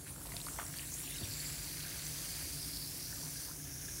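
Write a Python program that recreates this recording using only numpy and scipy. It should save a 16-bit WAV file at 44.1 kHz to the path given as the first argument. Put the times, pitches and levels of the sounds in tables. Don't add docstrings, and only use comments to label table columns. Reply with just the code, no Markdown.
import sys
import numpy as np
from scipy import signal
from scipy.fft import rfft, irfft
from scipy.io import wavfile

SR = 44100
rng = np.random.default_rng(int(sys.argv[2]) if len(sys.argv) > 2 else 0)


def to_wav(sig):
    pcm = np.clip(np.atleast_2d(sig), -1, 1) * 32767
    pcm = np.round(pcm).astype(np.int16)
    wavfile.write(sys.argv[1], SR, pcm.T)


N = 176400
TIME = np.arange(N) / SR

# (time [s], level [dB])
FIZZ_LEVEL = [(0, -53), (.2, -54), (.33, -49), (.44, -48.5), (.6, -49.5), (.82, -51.5), (.93, -47.5),
              (1.05, -47.5), (1.25, -49.5), (1.6, -47.5), (1.9, -49), (2.1, -48), (2.64, -46), (3.1, -49.5),
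              (3.42, -47.5), (3.65, -52.5), (3.92, -49), (4, -48)]
# (frequency [Hz], relative density [dB])
FIZZ_SPECTRUM = [(1000, -24), (3500, -13.5), (5200, -13), (6500, -3), (7900, -5.5), (8700, 0.8),
                 (9500, -0.5), (11200, 0.5), (12300, -7), (14000, -22), (15700, -31)]
# (time [s], rms depth [dB])
SPUTTER_DEPTH = [(0, 2.5), (1.1, 3.5), (1.5, 0.94), (4, 1.27)]
# (time [s], level [dB])
PRICKLE_LEVEL = [(0.0, -66), (0.01, -57), (0.57, -50.5), (0.7, -50.5), (1.04, -48.5), (2.0, -48.5),
                 (2.06, -47), (3.45, -48), (3.56, -51.5), (4.0, -49.5)]
# (frequency [Hz], relative density [dB])
PRICKLE_SPECTRUM = [(6000, -33), (10500, -8), (12500, -6), (14000, -4), (15700, -3.5)]
# (time [s], frequency [Hz], level [dB])
SIZZLE = [(0, 7900, -62), (.22, 7600, -61), (.55, 7950, -52.5), (.8, 7750, -55), (.94, 7360, -54.5),
          (1.2, 7600, -58.5), (1.45, 7430, -48.5), (1.85, 7400, -62), (2.06, 7600, -52.5),
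          (2.75, 7450, -62), (3.25, 7500, -56.5), (3.6, 7300, -68), (4, 7300, -67)]
# (time [s], frequency [Hz], level before the high-pass [dB])
HAND_MODE_1 = [(0, 4600, -64.5), (.22, 4480, -68), (.45, 4540, -67), (1.12, 4200, -62.5),
               (1.3, 4700, -51.5), (1.85, 4630, -53), (2.1, 4740, -52), (2.55, 4750, -50.5),
               (2.76, 4800, -48.5), (2.88, 4550, -53), (3.25, 4820, -53), (3.46, 4800, -53.5),
               (3.58, 5300, -58), (3.9, 5870, -50), (4, 5600, -53)]
HAND_MODE_2 = [(0, 5800, -77), (.2, 5600, -70), (.5, 5640, -59.5), (1.1, 5750, -62), (1.27, 5830, -58),
               (1.7, 5900, -54.5), (2.4, 6060, -53.5), (2.75, 5300, -54.5), (3.2, 5940, -51),
               (3.48, 5950, -53.5), (3.58, 6250, -55), (3.9, 6550, -54), (4, 6300, -56)]
# (time [s], level [dB])
PALM_LEVEL = [(0, -75), (1.2, -72), (1.7, -71), (1.83, -59), (2.1, -68.5), (2.8, -78), (3.0, -73),
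              (3.12, -57.5), (3.24, -69.5), (3.45, -60), (3.6, -68), (4, -65)]
# (time [s], level [dB])
FOAM_LEVEL = [(0, -86), (.08, -54.5), (.14, -72), (.22, -66), (.3, -62.5), (.6, -58.5), (.78, -56),
              (.97, -59), (1.1, -53.5), (1.5, -52), (1.85, -51), (2.42, -52.5), (2.7, -56.5), (2.92, -57.5),
              (3.13, -57.5), (3.46, -59), (3.55, -65.5), (3.72, -57.5), (4, -58.5)]
# (frequency [Hz], relative density [dB])
FOAM_SPECTRUM = [(400, -10), (1100, -12), (1600, -4.5), (2300, -2.5), (2900, -5.5), (3500, -5),
                 (4500, -5.5), (7000, -18)]
# (time [s], peak level [dB], frequency [Hz], decay time [s])
LARGE_BUBBLES = [(.270, -42, 3870, 0.00088), (.3668, -33.5, 4050, 0.00046), (.4022, -39, 3740, 0.00068),
                 (0.4143, -37.5, 4120, 0.0013), (0.4645, -39, 4570, 0.0012), (.665, -41, 5500, .002),
                 (0.7683, -43, 4600, 0.0033), (0.786, -37.5, 4540, 0.0014), (0.795, -41, 2850, 0.0016),
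                 (0.9195, -41, 6450, .002), (0.9387, -38, 6620, .004), (1.076, -42, 2630, .002),
                 (1.122, -47, 2700, 0.0023), (1.159, -41, 2860, 0.0033), (1.184, -40.5, 3740, 0.0027),
                 (1.245, -42, 5700, 0.01), (1.336, -41, 4570, 0.0022), (1.402, -39, 4430, 0.0041),
                 (1.631, -40, 7600, .002), (1.994, -42, 4350, 0.0027), (2.021, -42, 4380, .002),
                 (2.054, -42, 7460, .002), (2.067, -38, 6060, .0015), (2.77, -39.5, 4450, 0.0023)]
# (time [s], peak level [dB], frequency [Hz], decay time [s])
GULPS = [(1.209, -43.5, 326, 0.0071), (1.216, -39.5, 206, 0.0058), (1.227, -35.5, 86, 0.015),
         (1.283, -42.5, 110, .015)]
# (time [s], gain [dB], frequency [Hz])
SPLASHES = [(.068, -45.5, 1450), (.081, -46, 2230), (.211, -46, 1110), (.255, -39.5, 960),
            (.320, -38.5, 2000), (.337, -43, 1920), (.341, -40.5, 635), (.468, -37, 1100),
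            (.485, -36, 1380), (0.5863, -36, 2030), (0.5881, -29, 910), (.5905, -35, 1240),
            (.595, -41, 810), (.5975, -31, 1560), (.602, -38, 1400), (.6165, -35.5, 1380),
            (.629, -39, 1100), (.74, -39.5, 1700), (.832, -41, 1840), (1.209, -54, 725), (1.22, -45, 447),
            (3.513, -45, 1490)]
# (time [s], level [dB])
SLOSH_LEVEL = [(0, -72), (.09, -58), (.18, -59), (.28, -55.5), (.35, -60), (.42, -57), (.5, -58.5),
               (.56, -55), (.61, -55), (.68, -62), (1.0, -69), (1.17, -74), (1.22, -54), (1.33, -66),
               (1.7, -68), (2.3, -62.5), (2.6, -69.5), (3.19, -64), (3.27, -56), (3.34, -70), (3.46, -57.5),
               (3.58, -75), (4, -76)]
# (frequency [Hz], relative density [dB])
SLOSH_SPECTRUM = [(200, -23), (450, -0.5), (680, -1.5), (830, -5), (1000, -0.5), (1400, -7.5),
                  (2200, -15.5), (4000, -16)]
# (frequency [Hz], relative level [dB], time to fall 60 dB [s])
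BOWL_MODES = [(713, 21.5, 0.16), (947, -1, 0.05), (1150, -16.5, .08), (1420, 2, 0.17), (1487, 18, 0.031)]
# (frequency [Hz], level [dB])
HUM_TONES = [(49, -57.5), (148, -57.5), (276, -68.5), (686, -75.5)]
# (frequency [Hz], relative density [dB])
RUMBLE_SPECTRUM = [(20, -48), (33, -40), (44, -12), (60, 2), (90, -0.5), (125, -0.5), (160, 0.5),
                   (200, -9.5), (235, -11.5), (280, -3), (340, -10), (450, -17), (700, -21), (1000, -23.5),
                   (2000, -28.5), (6000, -37), (16000, -58)]

BUBBLE_RISE_S, GULP_RISE_S = 0.00055, 0.0022


def fizz():
    clicks = pops(per_s=12000, spread_db=2, clump_db=0.84)
    grains = ringing(clicks, low_hz=5260, high_hz=14000, decay_cycles=1.5, sizes=28)
    return amp(curve(FIZZ_LEVEL)) * sputtering(coloured(grains, FIZZ_SPECTRUM))


def prickle():
    clicks = pops(per_s=18000, spread_db=2.5, clump_db=1.0)
    return amp(curve(PRICKLE_LEVEL)) * coloured(clicks, PRICKLE_SPECTRUM)


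def sizzle():
    return moving_band(SIZZLE, width_hz=1700)


def cupped_hands():
    modes = moving_band(HAND_MODE_1, width_hz=1510) + moving_band(HAND_MODE_2, width_hz=1350)
    foam_clicks = pops(per_s=3500, spread_db=3, clump_db=4.3)
    palms = amp(curve(PALM_LEVEL)) * resonate(foam_clicks, hz=1620, width_hz=430)
    return modes + palms


def foam():
    clicks = pops(per_s=3500, spread_db=2, clump_db=0.85)
    grains = ringing(clicks, low_hz=890, high_hz=4400, decay_cycles=1.52, sizes=16)
    return amp(curve(FOAM_LEVEL)) * sputtering(coloured(grains, FOAM_SPECTRUM))


def film_snaps(gain_db=-2.5, decay_s=0.0017):
    out, t = np.zeros(N), np.arange(SR // 50) / SR
    for start_s, db, hz, _ in LARGE_BUBBLES:
        snap = noise_band(t, hz, log_width=0.25) * np.exp(-t / decay_s)
        add(out, start_s, amp(db + gain_db) * snap)
    return out


def bubble_tones(table, rise_s, glide=0.01):
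    out, t = np.zeros(N), np.arange(SR // 8) / SR
    for start_s, db, hz, decay_s in table:
        envelope = (1 - np.exp(-t / rise_s)) * np.exp(-t / decay_s)
        cycles = np.cumsum(hz * (1 + glide * np.tanh(t / decay_s))) / SR
        add(out, start_s, amp(db) * envelope / envelope.max() * np.sin(2 * np.pi * cycles))
    return out


def splashes(slap_decay_s=0.0014, tail_db=-22.5, tail_decay_s=0.029):
    out, t = np.zeros(N), np.arange(SR // 10) / SR
    attack = 1 - np.exp(-t / BUBBLE_RISE_S)
    for start_s, db, hz in SPLASHES:
        spatter = noise_band(t, hz, log_width=0.57)
        slap = (1.7 * np.sin(2 * np.pi * hz * t) + 0.39 * spatter) * np.exp(-t / slap_decay_s)
        tail = amp(tail_db) * spatter * np.exp(-t / tail_decay_s)
        add(out, start_s, amp(db) * attack * (slap + tail))
    return out


def slosh():
    clicks = pops(per_s=1200, spread_db=4.5, clump_db=1.5)
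    grains = ringing(clicks, low_hz=385, high_hz=1980, decay_cycles=2.0, sizes=12)
    return amp(curve(SLOSH_LEVEL)) * coloured(grains, SLOSH_SPECTRUM)


def bowl(drive, relative_db=-12.5):
    t = np.arange(SR // 5) / SR
    response = sum(amp(db - 60 * t / t60) * np.sin(2 * np.pi * hz * t) for hz, db, t60 in BOWL_MODES)
    return amp(relative_db) * drive.std() * unit(signal.fftconvolve(drive, response)[:N])


def reverberation(direct, relative_db=-12.5, t60_s=0.25, delay_s=0.003):
    t = np.arange(SR // 3) / SR
    tail = rng.standard_normal(len(t)) * amp(-60 * t / t60_s) * (t > delay_s)
    return amp(relative_db) * signal.fftconvolve(direct, tail / np.linalg.norm(tail))[:N]


def room_hum(waver=0.72, waver_hz=10.8, rumble_db=-52):
    hum = np.zeros(N)
    for hz, db in HUM_TONES:
        modulation = 1 + waver * (wander(waver_hz) + 1j * wander(waver_hz))
        hum += amp(db) * unit((modulation * np.exp(2j * np.pi * hz * TIME)).real)
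    return hum + amp(rumble_db) * coloured(rng.standard_normal(N), RUMBLE_SPECTRUM)


def pops(per_s, spread_db, clump_db):
    click_db = spread_db * np.minimum(rng.exponential(1, N), 5.5)
    strength = amp(click_db + clump_db * wander(hz=60))
    return strength * rng.choice([-1, 1], N) * (rng.random(N) < per_s / SR)


def ringing(clicks, low_hz, high_hz, decay_cycles, sizes):
    size_of_click, t = rng.integers(0, sizes, N), np.arange(SR // 40) / SR
    spectrum, power = 0, 0
    for size, hz in enumerate(np.geomspace(low_hz, high_hz, sizes)):
        ring = np.exp(-t * hz / decay_cycles) * np.sin(2 * np.pi * hz * t)
        response = rfft(unit(ring), N)
        spectrum += response * rfft(clicks * (size_of_click == size))
        power += abs(response) ** 2
    return irfft(spectrum / np.sqrt(power), N)


def sputtering(x, patch_hz=370, patch_s=0.033, frame=256):
    spectrogram, hop_s = signal.stft(x, nperseg=frame)[2], frame / 2 / SR
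    bands, frames = spectrogram.shape
    across = np.fft.fftfreq(bands, SR / frame)[:, None] * patch_hz / 2
    along = np.fft.fftfreq(frames, hop_s) * patch_s / 2
    blur = np.exp(-2 * np.pi ** 2 * (across ** 2 + along ** 2))
    speckle = rng.standard_normal(spectrogram.shape)
    patches = unit(np.fft.ifft2(np.fft.fft2(speckle) * blur).real)
    depth_db = np.interp(np.arange(frames) * hop_s, *np.transpose(SPUTTER_DEPTH))
    return unit(signal.istft(spectrogram * amp(depth_db * patches), nperseg=frame)[1][:N])


def moving_band(track, width_hz):
    clicks = sputtering(pops(per_s=4000, spread_db=3, clump_db=0.9))
    band = amp(curve(track, column=2)) * resonate(clicks, curve(track), width_hz)
    return high_pass(band, hz=3720, order=8)


def resonate(x, hz, width_hz):
    carrier = np.exp(2j * np.pi * np.cumsum(hz * np.ones(N)) / SR)
    pole = np.exp(-np.pi * width_hz / SR)
    baseband = x / carrier
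    for _ in range(3):
        baseband = signal.lfilter([1 - pole], [1, -pole], baseband)
    return unit((carrier * baseband).real)


def noise_band(t, hz, log_width):
    f = np.fft.rfftfreq(len(t), 1 / SR)
    band = np.exp(-.5 * (np.log((f + 1) / hz) / log_width) ** 2)
    return unit(irfft(band * np.exp(2j * np.pi * rng.random(len(band))), len(t)))


def coloured(x, spectrum):
    hz, db = np.transpose(spectrum)
    f = np.fft.rfftfreq(N, 1 / SR)
    gain = amp(np.interp(np.log(f + 1), np.log(hz), db))
    return unit(irfft(rfft(x) * gain, N))


def wander(hz):
    f = np.fft.rfftfreq(N, 1 / SR)
    return unit(irfft(rfft(rng.standard_normal(N)) * np.exp(-(f / hz) ** 2), N))


def high_pass(x, hz, order):
    return signal.sosfilt(signal.butter(order, hz, "high", fs=SR, output="sos"), x)


def amp(db):
    return 10 ** (np.asarray(db) / 20)


def unit(x):
    return x / np.sqrt(np.mean(x ** 2) + 1e-20)


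def curve(table, column=1):
    table = np.array(table)
    return np.interp(TIME, table[:, 0], table[:, column])


def add(mix, start_s, sound):
    part = mix[max(round(start_s * SR), 0):][:len(sound)]
    part += sound[:len(part)]


def scene():
    slaps = splashes()
    gas = fizz() + prickle() + cupped_hands() + sizzle() + foam()
    gas += film_snaps() + bubble_tones(LARGE_BUBBLES, BUBBLE_RISE_S)
    water = slaps + slosh() + bubble_tones(GULPS, GULP_RISE_S)
    direct = gas + water + bowl(slaps)
    return np.tile(direct + reverberation(direct) + room_hum(), (2, 1))


def record(dry, bass_cut_hz=48, treble_cut_hz=15800):
    low_pass = signal.firwin(801, treble_cut_hz, window=("kaiser", 8), fs=SR)
    return signal.oaconvolve(high_pass(dry, bass_cut_hz, order=6), low_pass[None], "same")


dry = scene()
out = record(dry)
to_wav(out)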